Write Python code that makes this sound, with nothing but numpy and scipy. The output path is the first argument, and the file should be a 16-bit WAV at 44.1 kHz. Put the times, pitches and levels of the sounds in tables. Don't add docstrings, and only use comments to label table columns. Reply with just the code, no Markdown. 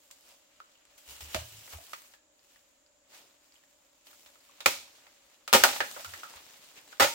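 import sys
import numpy as np
from scipy import signal
from scipy.fft import rfft, irfft
from scipy.io import wavfile
from scipy.ndimage import uniform_filter1d

SR = 44100
rng = np.random.default_rng(int(sys.argv[2]) if len(sys.argv) > 2 else 0)


def to_wav(s):
    ch = np.atleast_2d(s).T
    pcm = np.round(np.clip(ch, -1, 1) * 32767)
    wavfile.write(sys.argv[1], SR, pcm.astype(np.int16))


N = 314874
TAPS = 4096
BINS = np.fft.rfftfreq(TAPS, 1 / SR)
USUAL_CRISP_DB = -6


def amp(db):
    return 10 ** (np.asarray(db) / 20)


def unit(x):
    return x / np.sqrt(np.mean(x ** 2) + 1e-20)


def read(points, hz):
    f, value = np.transpose(points)
    return np.interp(np.log(hz + 1), np.log(f + 1), value)


def add(mix, s, sound):
    part = mix[..., round(s * SR):][..., :sound.shape[-1]]
    part += sound[..., :part.shape[-1]]


def peak(f, hz, width):
    return 1 / (1 + (2 * (f - hz) / width) ** 2)


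def causal(gain):
    log_gain = np.log(np.r_[gain, gain[-2:0:-1]] + 1e-6)
    spectrum = np.exp(np.conj(signal.hilbert(log_gain)))
    response = irfft(spectrum[:len(gain)])
    return response / np.linalg.norm(response)


def even(x, smooth_hz=70):
    size = 16 * TAPS
    power = abs(rfft(x, size)) ** 2
    smooth = uniform_filter1d(power, int(smooth_hz * size / SR) + 1)[::16]
    inverse = causal((abs(smooth) + 1e-12) ** -.5)
    flat = signal.fftconvolve(x, inverse)[:len(x)]
    return flat / np.linalg.norm(flat)


def diffuse(pair, field, size=512, apart_hz=650):
    overlap = size * 3 // 4
    hz, t, z = signal.stft(pair, SR, nperseg=size, noverlap=overlap)
    mid, side = z * amp(field(hz[:, None], t))
    spread = (hz / np.hypot(hz, apart_hz))[:, None]
    ears = np.array([mid + spread * side, mid - spread * side]) / np.sqrt(1 + spread ** 2)
    return signal.istft(ears, SR, nperseg=size, noverlap=overlap)[1][:, :pair.shape[1]]


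def grove(direct_db, near_db, near_t60, far_db, far_rise=0.0057, smear=.0008, echoes_per_s=8000,
          side_db=0.0, apart_hz=850):
    # pitch_hz, t60_s
    tail_t60 = [(100, 0.74), (300, 0.16), (700, 0.31), (1500, 0.27), (4000, 0.44), (8000, 0.38),
                (15000, 0.31)]
    t = np.arange(SR // 2) / SR
    present = rng.random((2, 2, len(t))) < echoes_per_s / SR
    echoes = rng.standard_normal((2, 2, len(t))) * present
    near = echoes[0] * amp(-60 * t / near_t60)
    far = diffuse(echoes[1], lambda f, s: -60 * s / read(tail_t60, f), size=256, apart_hz=1)
    far = far * (1 - np.exp(-t / far_rise))
    mid, side = (amp(near_db) * unit(near) + amp(far_db) * unit(far)) / np.sqrt(len(t))
    first = rng.standard_normal(len(t)) * np.exp(-t / smear)
    mid += amp(direct_db) * first / np.linalg.norm(first)
    side = amp(side_db) * signal.lfilter(*signal.butter(1, apart_hz, "high", fs=SR), even(side))
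    mid = even(mid)
    return np.array([mid + side, mid - side]) / np.sqrt(2)


def stem(hollow_db, local_hz, local_db, treble_db, bass_db, sharpness, bright_hz=3500, deep_hz=400):
    # pitch_hz, width_hz, level_db
    hollow_modes = [(223.5, 25, 1.5), (280, 41, 12.5), (384, 23, 11), (549, 38, 13), (560, 41, 15),
                    (807, 50, 13.5), (938, 56, 13), (1260, 73, 14.5), (1410, 87, 11), (1800, 78, 6.5),
                    (2150, 57, -11), (2760, 44, -3), (3530, 360, -7.5)]
    # pitch_hz, level_db
    snap_colour = [(20, -64.5), (45, -24.5), (90, -7), (150, -15), (215, -10), (600, -0.5), (1200, -2),
                   (2500, 2.5), (4500, -1), (7500, -5.5), (10500, -13), (15500, -10.5)]
    modes = sum(amp(db + hollow_db) ** 2 * peak(BINS, hz, width) for hz, width, db in hollow_modes)
    local = amp(local_db) ** 2 * peak(BINS, local_hz, 2 * local_hz / sharpness) ** 2
    treble = treble_db * BINS ** 2 / (BINS ** 2 + bright_hz ** 2)
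    bass = bass_db / (1 + (BINS / deep_hz) ** 6)
    snap = amp(read(snap_colour, BINS) + treble + bass)
    return causal(snap * np.sqrt(1 + modes + local))


def background(air_db=-73):
    # pitch_hz, level_db
    air_colour = [(20, -7), (50, 10), (130, -4.5), (220, 0.5), (400, 0), (900, 3.5), (1700, -1),
                  (3000, -1.5), (6000, -4), (8500, -17.5), (11000, -12), (16000, -35.5)]
    # pitch_hz, width_hz, level_db
    drones = [(290, 49, -81.5), (577, 71, -76), (7100, 1000, -72.5)]
    air = diffuse(rng.standard_normal((2, N)), lambda f, t: read(air_colour, f), size=2048)
    out = amp(air_db) * unit(air)
    for hz, width, db in drones:
        def band(f, t):
            return -10 * np.log10(1 + (2 * (f - hz) / width) ** 4)
        out += amp(db) * unit(diffuse(rng.standard_normal((2, N)), band, size=2048))
    return out


def litter(t):
    # start_s, level_db, crispness_db
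    slide = [(0.9, -66, -13.5), (1.028, -67, 4.5), (1.26, -55, -4), (1.576, -57.5, 9), (1.966, -59, 6),
             (2.146, -65, -1), (2.22, -76.5, -12)]
    gripping = [(4.08, -73, -4), (4.728, -57, -10.5), (5.45, -66, -12)]
    sag = [(5.85, -47.5, -2), (6.468, -53.5, -9.5), (6.734, -59, -6.5), (6.95, -56, -11.5)]
    # peak_s, level_db, swelling_s, settling_s, crispness_db
    stirs = [(.05, -69, 0.17, 0.31, 2.5), (.29, -59, 0.07, 0.1, -5), (.55, -65, 0.11, 0.64, -13.5),
             (0.984, -61.5, .008, .025, 7), (1.111, -54, 0.042, 0.13, 1.5), (1.208, -50, 0.0026, .04, 1.5),
             (1.35, -45.5, 0.034, 0.056, -2.5), (1.73, -51, 0.047, .04, 3.5), (2.52, -65, 0.096, 0.18, -5),
             (3.152, -51.5, 0.037, 0.11, -12), (3.45, -68, 0.064, 0.96, -6),
             (4.07, -60.5, 0.014, 0.24, -0.5), (4.96, -66, 0.032, 0.13, 0), (5.76, -46.5, 0.038, .11, 2),
             (6.78, -49.5, 0.018, 0.028, -16)]
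    drag_db, drag_rise_s, drag_fade_s = -1, 0.03, .12
    rest_db = -80

    def swell(start, end, rise_s, fade_s):
        early, late = np.maximum(start - t, 0), np.maximum(t - end, 0)
        return np.exp(-early / rise_s - late / fade_s)

    parts = [(amp(rest_db) * np.ones(len(t)), USUAL_CRISP_DB)]
    for drag in (slide, gripping, sag):
        s, db, crisp = np.transpose(drag)
        gain = amp(drag_db + np.interp(t, s, db)) * swell(s[0], s[-1], drag_rise_s, drag_fade_s)
        parts.append((gain, np.interp(t, s, crisp)))
    for s, db, swelling, settling, crisp in stirs:
        parts.append((amp(db) * swell(s, s, swelling, settling), crisp))
    power = sum(gain ** 2 for gain, _ in parts)
    crispness = sum(gain ** 2 * crisp for gain, crisp in parts) / power
    return 10 * np.log10(power), crispness


def leaves(level_db=3, grains_per_s=1200, size_db=5.0, wash=1.0, patchy_db=1.5,
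           scrape_hz=2900, scrape_width=800, catch_db=0.57, catch_hz=25):
    # pitch_hz, level_db
    leaf_colour = [(20, -38.5), (90, -9.5), (160, -7), (350, -2), (700, -0.5), (1400, -3.5), (2100, -2),
                   (2900, 0), (4500, 0), (7500, 0), (10500, -7.5), (15500, -3.5)]
    # time_s, lift_db
    scrape_lift = [(.9, 3.5), (1.05, 6.5), (1.7, 5), (1.95, 0.5), (2.45, 3), (2.55, 3.5), (2.8, 1)]
    sizes = amp(size_db * np.minimum(rng.exponential(1, N), 5))
    clicks = sizes * rng.choice([-1, 1], N) * (rng.random(N) < grains_per_s / SR)
    place = grove(direct_db=-1, near_db=-12.5, near_t60=0.029, far_db=-5.5)
    grains = unit(signal.fftconvolve(clicks[None], place, axes=1)[:, :N])

    def field(hz, t):
        clumps = rng.standard_normal((len(hz), len(t)))
        clumps = uniform_filter1d(clumps, size=14, axis=0)
        clumps = unit(uniform_filter1d(clumps, size=6, axis=1))
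        crispness = np.clip(litter(t)[1] - USUAL_CRISP_DB, -10, 8)
        tilt = crispness * read([(1000, 0.072), (4500, 0.3), (11000, 0.75)], hz)
        scrape = np.interp(t, *np.transpose(scrape_lift)) * peak(hz, scrape_hz, scrape_width)
        return read(leaf_colour, hz) + patchy_db * clumps + tilt + scrape

    rustle = unit(diffuse(grains + wash * rng.standard_normal((2, N)), field))
    catching = unit(signal.lfilter(*signal.butter(2, catch_hz, fs=SR), rng.standard_normal(N)))
    return rustle * amp(level_db + catch_db * catching + litter(np.arange(N) / SR)[0])


def ticks(level_db=-40, ticks_per_s=.9, size_db=3.0):
    out = np.zeros((2, N))
    for hz in np.geomspace(1100, 8000, num=5):
        sizes = amp(size_db * np.minimum(rng.exponential(1, N), 2))
        clicks = sizes * (rng.random(N) < ticks_per_s / SR)
        tick = stem(hollow_db=-8.5, local_hz=hz, local_db=16.5, treble_db=-4, bass_db=-6.5, sharpness=9)
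        place = grove(direct_db=-2, near_db=4.5, near_t60=0.038, far_db=-12.5)
        ringing = signal.oaconvolve(clicks, tick)[None, :N]
        out += signal.fftconvolve(ringing, place, axes=1)[:, :N]
    return amp(level_db) * out


def twigs(level_db=-6, twigs_per_s=16, size_db=2.0, ring_db=13):
    out = np.zeros((2, N))
    for hz in np.geomspace(900, 3400, num=5):
        sizes = amp(size_db * np.minimum(rng.exponential(1, N), 3))
        clicks = sizes * (rng.random(N) < twigs_per_s / SR)
        tick = stem(hollow_db=-4.0, local_hz=hz, local_db=ring_db, treble_db=5.5, bass_db=-3.0, sharpness=1.6)
        place = grove(direct_db=-7.0, near_db=-2.0, near_t60=0.18, far_db=-14.0)
        ringing = signal.oaconvolve(clicks, tick)[None, :N]
        out += signal.fftconvolve(ringing, place, axes=1)[:, :N]
    return unit(out) * amp(level_db + litter(np.arange(N) / SR)[0])


def thuds(rough=0.41, rough_hz=45):
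    # start_s, level_db, pitch_hz, swelling_s
    low_thumps = [(1.069, -58, 68.6, .04), (1.202, -47, 74, 0.042), (1.345, -37, 81.4, 0.032),
                  (1.345, -43.5, 219, 0.0061), (1.347, -45, 348, 0.0075), (1.366, -52.5, 114.3, 0.056),
                  (1.499, -54.5, 107.6, 0.051), (1.726, -46, 79, .029), (4.661, -56.5, 96, 0.017),
                  (5.54, -29, 216.5, 0.01), (6.05, -54, 90, .04), (6.331, -65, 73, 0.033),
                  (7.003, -44, 82.2, 0.018)]
    out, t = np.zeros(N), np.arange(SR // 2) / SR
    for s, db, hz, swelling in low_thumps:
        swell = (t / swelling * np.exp(1 - t / swelling)) ** 2
        add(out, s, amp(db) * swell * np.sin(2 * np.pi * hz * t))
    unevenness = unit(signal.lfilter(*signal.butter(2, rough_hz, fs=SR), rng.standard_normal(N)))
    return out * (1 + rough * unevenness)


def knocks(level_db=16):
    # start_s, level_db, pitch_hz, ring_db, treble_db, scatter_db
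    contacts = [(.111, -37, 7600, 8.5, 12, -2), (.602, -35, 1310, 23.5, -12, -20),
                (1.207, -40, 2880, -8, -1, 7), (1.3457, -16, 635, 15, -3, 8), (1.361, -26.5, 620, 24, 1, 3),
                (1.394, -35.5, 700, -6, 4, -9), (1.676, -41.5, 2050, 12, -27, -2),
                (1.733, -35.5, 1140, 7, -25, -3), (1.785, -38.5, 670, 26, -4, 10),
                (1.9332, -27, 1264, 18, -4, -14.5), (1.935, -31, 1930, 7, -4, -6),
                (2.137, -43.5, 1720, 12, -1, 12), (3.556, -51.5, 3080, 24, 0, 0),
                (4.069, -43, 3130, 6, 2, -7), (4.13, -48, 1350, 16, -14, 15), (4.261, -43, 3620, 2, 0, -3),
                (4.355, -49, 1300, 13.5, -9.5, 3), (4.492, -49.5, 1110, 31, -3, -2),
                (4.605, -29, 3800, 6.5, 0, 20), (5.067, -44, 2050, 5, -11, -3),
                (5.478, -24, 1320, 13, 1.5, 20.5), (5.689, -18, 806, 12, -8.5, -16),
                (5.732, -25.5, 1400, -2, -18, 6), (5.761, -23.5, 825, 9, -6, -5),
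                (5.8045, -13, 1720, 14, -12, -11), (5.807, -16, 780, 6, -17, 5.5),
                (5.963, -33, 1360, 20, -38, -5), (5.965, -29.5, 563, 11, -38, 2),
                (5.995, -33, 634, 13, -6, 16), (6.046, -27, 1350, 20, 8, 4), (6.137, -29, 1810, 14, 1, -6),
                (6.138, -37.5, 1300, 26, -8, 3), (6.233, -27, 1336, 22, -11, 10),
                (6.337, -38.5, 960, 14, -16, 1), (6.370, -39.5, 1240, 10.5, -16, -10),
                (6.926, -35.5, 1480, 15, -12, 5)]
    out = np.zeros((2, N))
    for s, db, hz, ring_db, treble_db, scatter_db in contacts:
        sound = stem(hollow_db=-9.0, local_hz=hz, local_db=ring_db, treble_db=treble_db,
                     bass_db=-6.5, sharpness=9.8)
        place = grove(direct_db=-11.5, near_db=scatter_db, near_t60=0.068, far_db=scatter_db - 10,
                      side_db=1.5)
        add(out, s, amp(level_db + db) * signal.fftconvolve(sound[None], place, axes=1))
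    return out


def tear(tearing, body, fibres_per_s=2600, spread_db=-11):
    even_tearing_s = 0.0055
    t = np.arange(TAPS) / SR
    breaks = rng.random(TAPS) < fibres_per_s / SR
    fibres = rng.standard_normal(TAPS) * breaks * np.exp(-t / tearing)
    drive = tearing / even_tearing_s * fibres / (np.linalg.norm(fibres) + 1e-9)
    drive[0] += 1
    whole = stem(hollow_db=-2.5, local_hz=2200, local_db=2, treble_db=12, bass_db=1, sharpness=5.3)
    close_place = grove(direct_db=-5, near_db=-1, near_t60=0.062, far_db=-17.5)
    wide_place = grove(direct_db=-39, near_db=-24, near_t60=0.084, far_db=-4.5, far_rise=0.013)
    close = signal.fftconvolve(body[None], close_place, axes=1)
    wide = signal.fftconvolve(whole[None], wide_place, axes=1)
    return signal.fftconvolve(even(drive)[None], close + amp(spread_db) * wide, axes=1)


def cracks(level_db=16):
    # start_s, snap_db, tearing_s, strip_hz, strip_ring_db, treble_db, bass_db,
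    # split_lag_s, split_db, boom_lag_s, boom_db, boom_hz
    breaks = [(4.6596, -4.5, 0.0047, 2330, 16, 12, 2, 0.0017, -6.5, 0.0041, -16, 308),
              (5.529, 2, 0.019, 2793, 5, 11, 3.5, 0.0064, -5, 0.02, -2, 540),
              (5.637, 0, 0.0023, 1497, 22, 14.5, -4, 0.00091, -5, .002, -8, 713),
              (6.998, 0.5, 0.024, 1950, 9, 5, -0.5, .026, -10, 0.045, -10, 564)]
    split_tearing_lags = 0.39
    boom_tearing_s = .006
    out = np.zeros((2, N))
    for (s, snap_db, tearing, strip_hz, strip_db, treble_db, bass_db,
         split_lag, split_db, boom_lag, boom_db, boom_hz) in breaks:
        skin = stem(hollow_db=4, local_hz=strip_hz, local_db=strip_db, treble_db=treble_db,
                    bass_db=bass_db, sharpness=9.9)
        wall = stem(hollow_db=-6, local_hz=1240, local_db=10, treble_db=2.5,
                    bass_db=bass_db + 5, sharpness=5.5)
        tube = stem(hollow_db=-3, local_hz=boom_hz, local_db=16, treble_db=-2.5,
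                    bass_db=bass_db - 1, sharpness=6.6)
        add(out, s, amp(snap_db) * tear(tearing, skin))
        add(out, s + split_lag, amp(split_db) * tear(split_tearing_lags * split_lag, wall))
        add(out, s + boom_lag, amp(boom_db) * tear(boom_tearing_s, tube))
    return amp(level_db) * out


def scene(right_db=0.5):
    blows = (cracks() + knocks()) * amp([[-right_db], [right_db]])
    return blows + thuds() + leaves() + twigs() + ticks() + background()


def record(dry, edge_hz=15980):
    held = dry / (1 + dry ** 6) ** (1 / 6)
    low_pass = signal.firwin(511, edge_hz, window=("kaiser", 9), fs=SR)
    return signal.oaconvolve(held, low_pass[None], "same")


dry = scene()
out = record(dry)
to_wav(out)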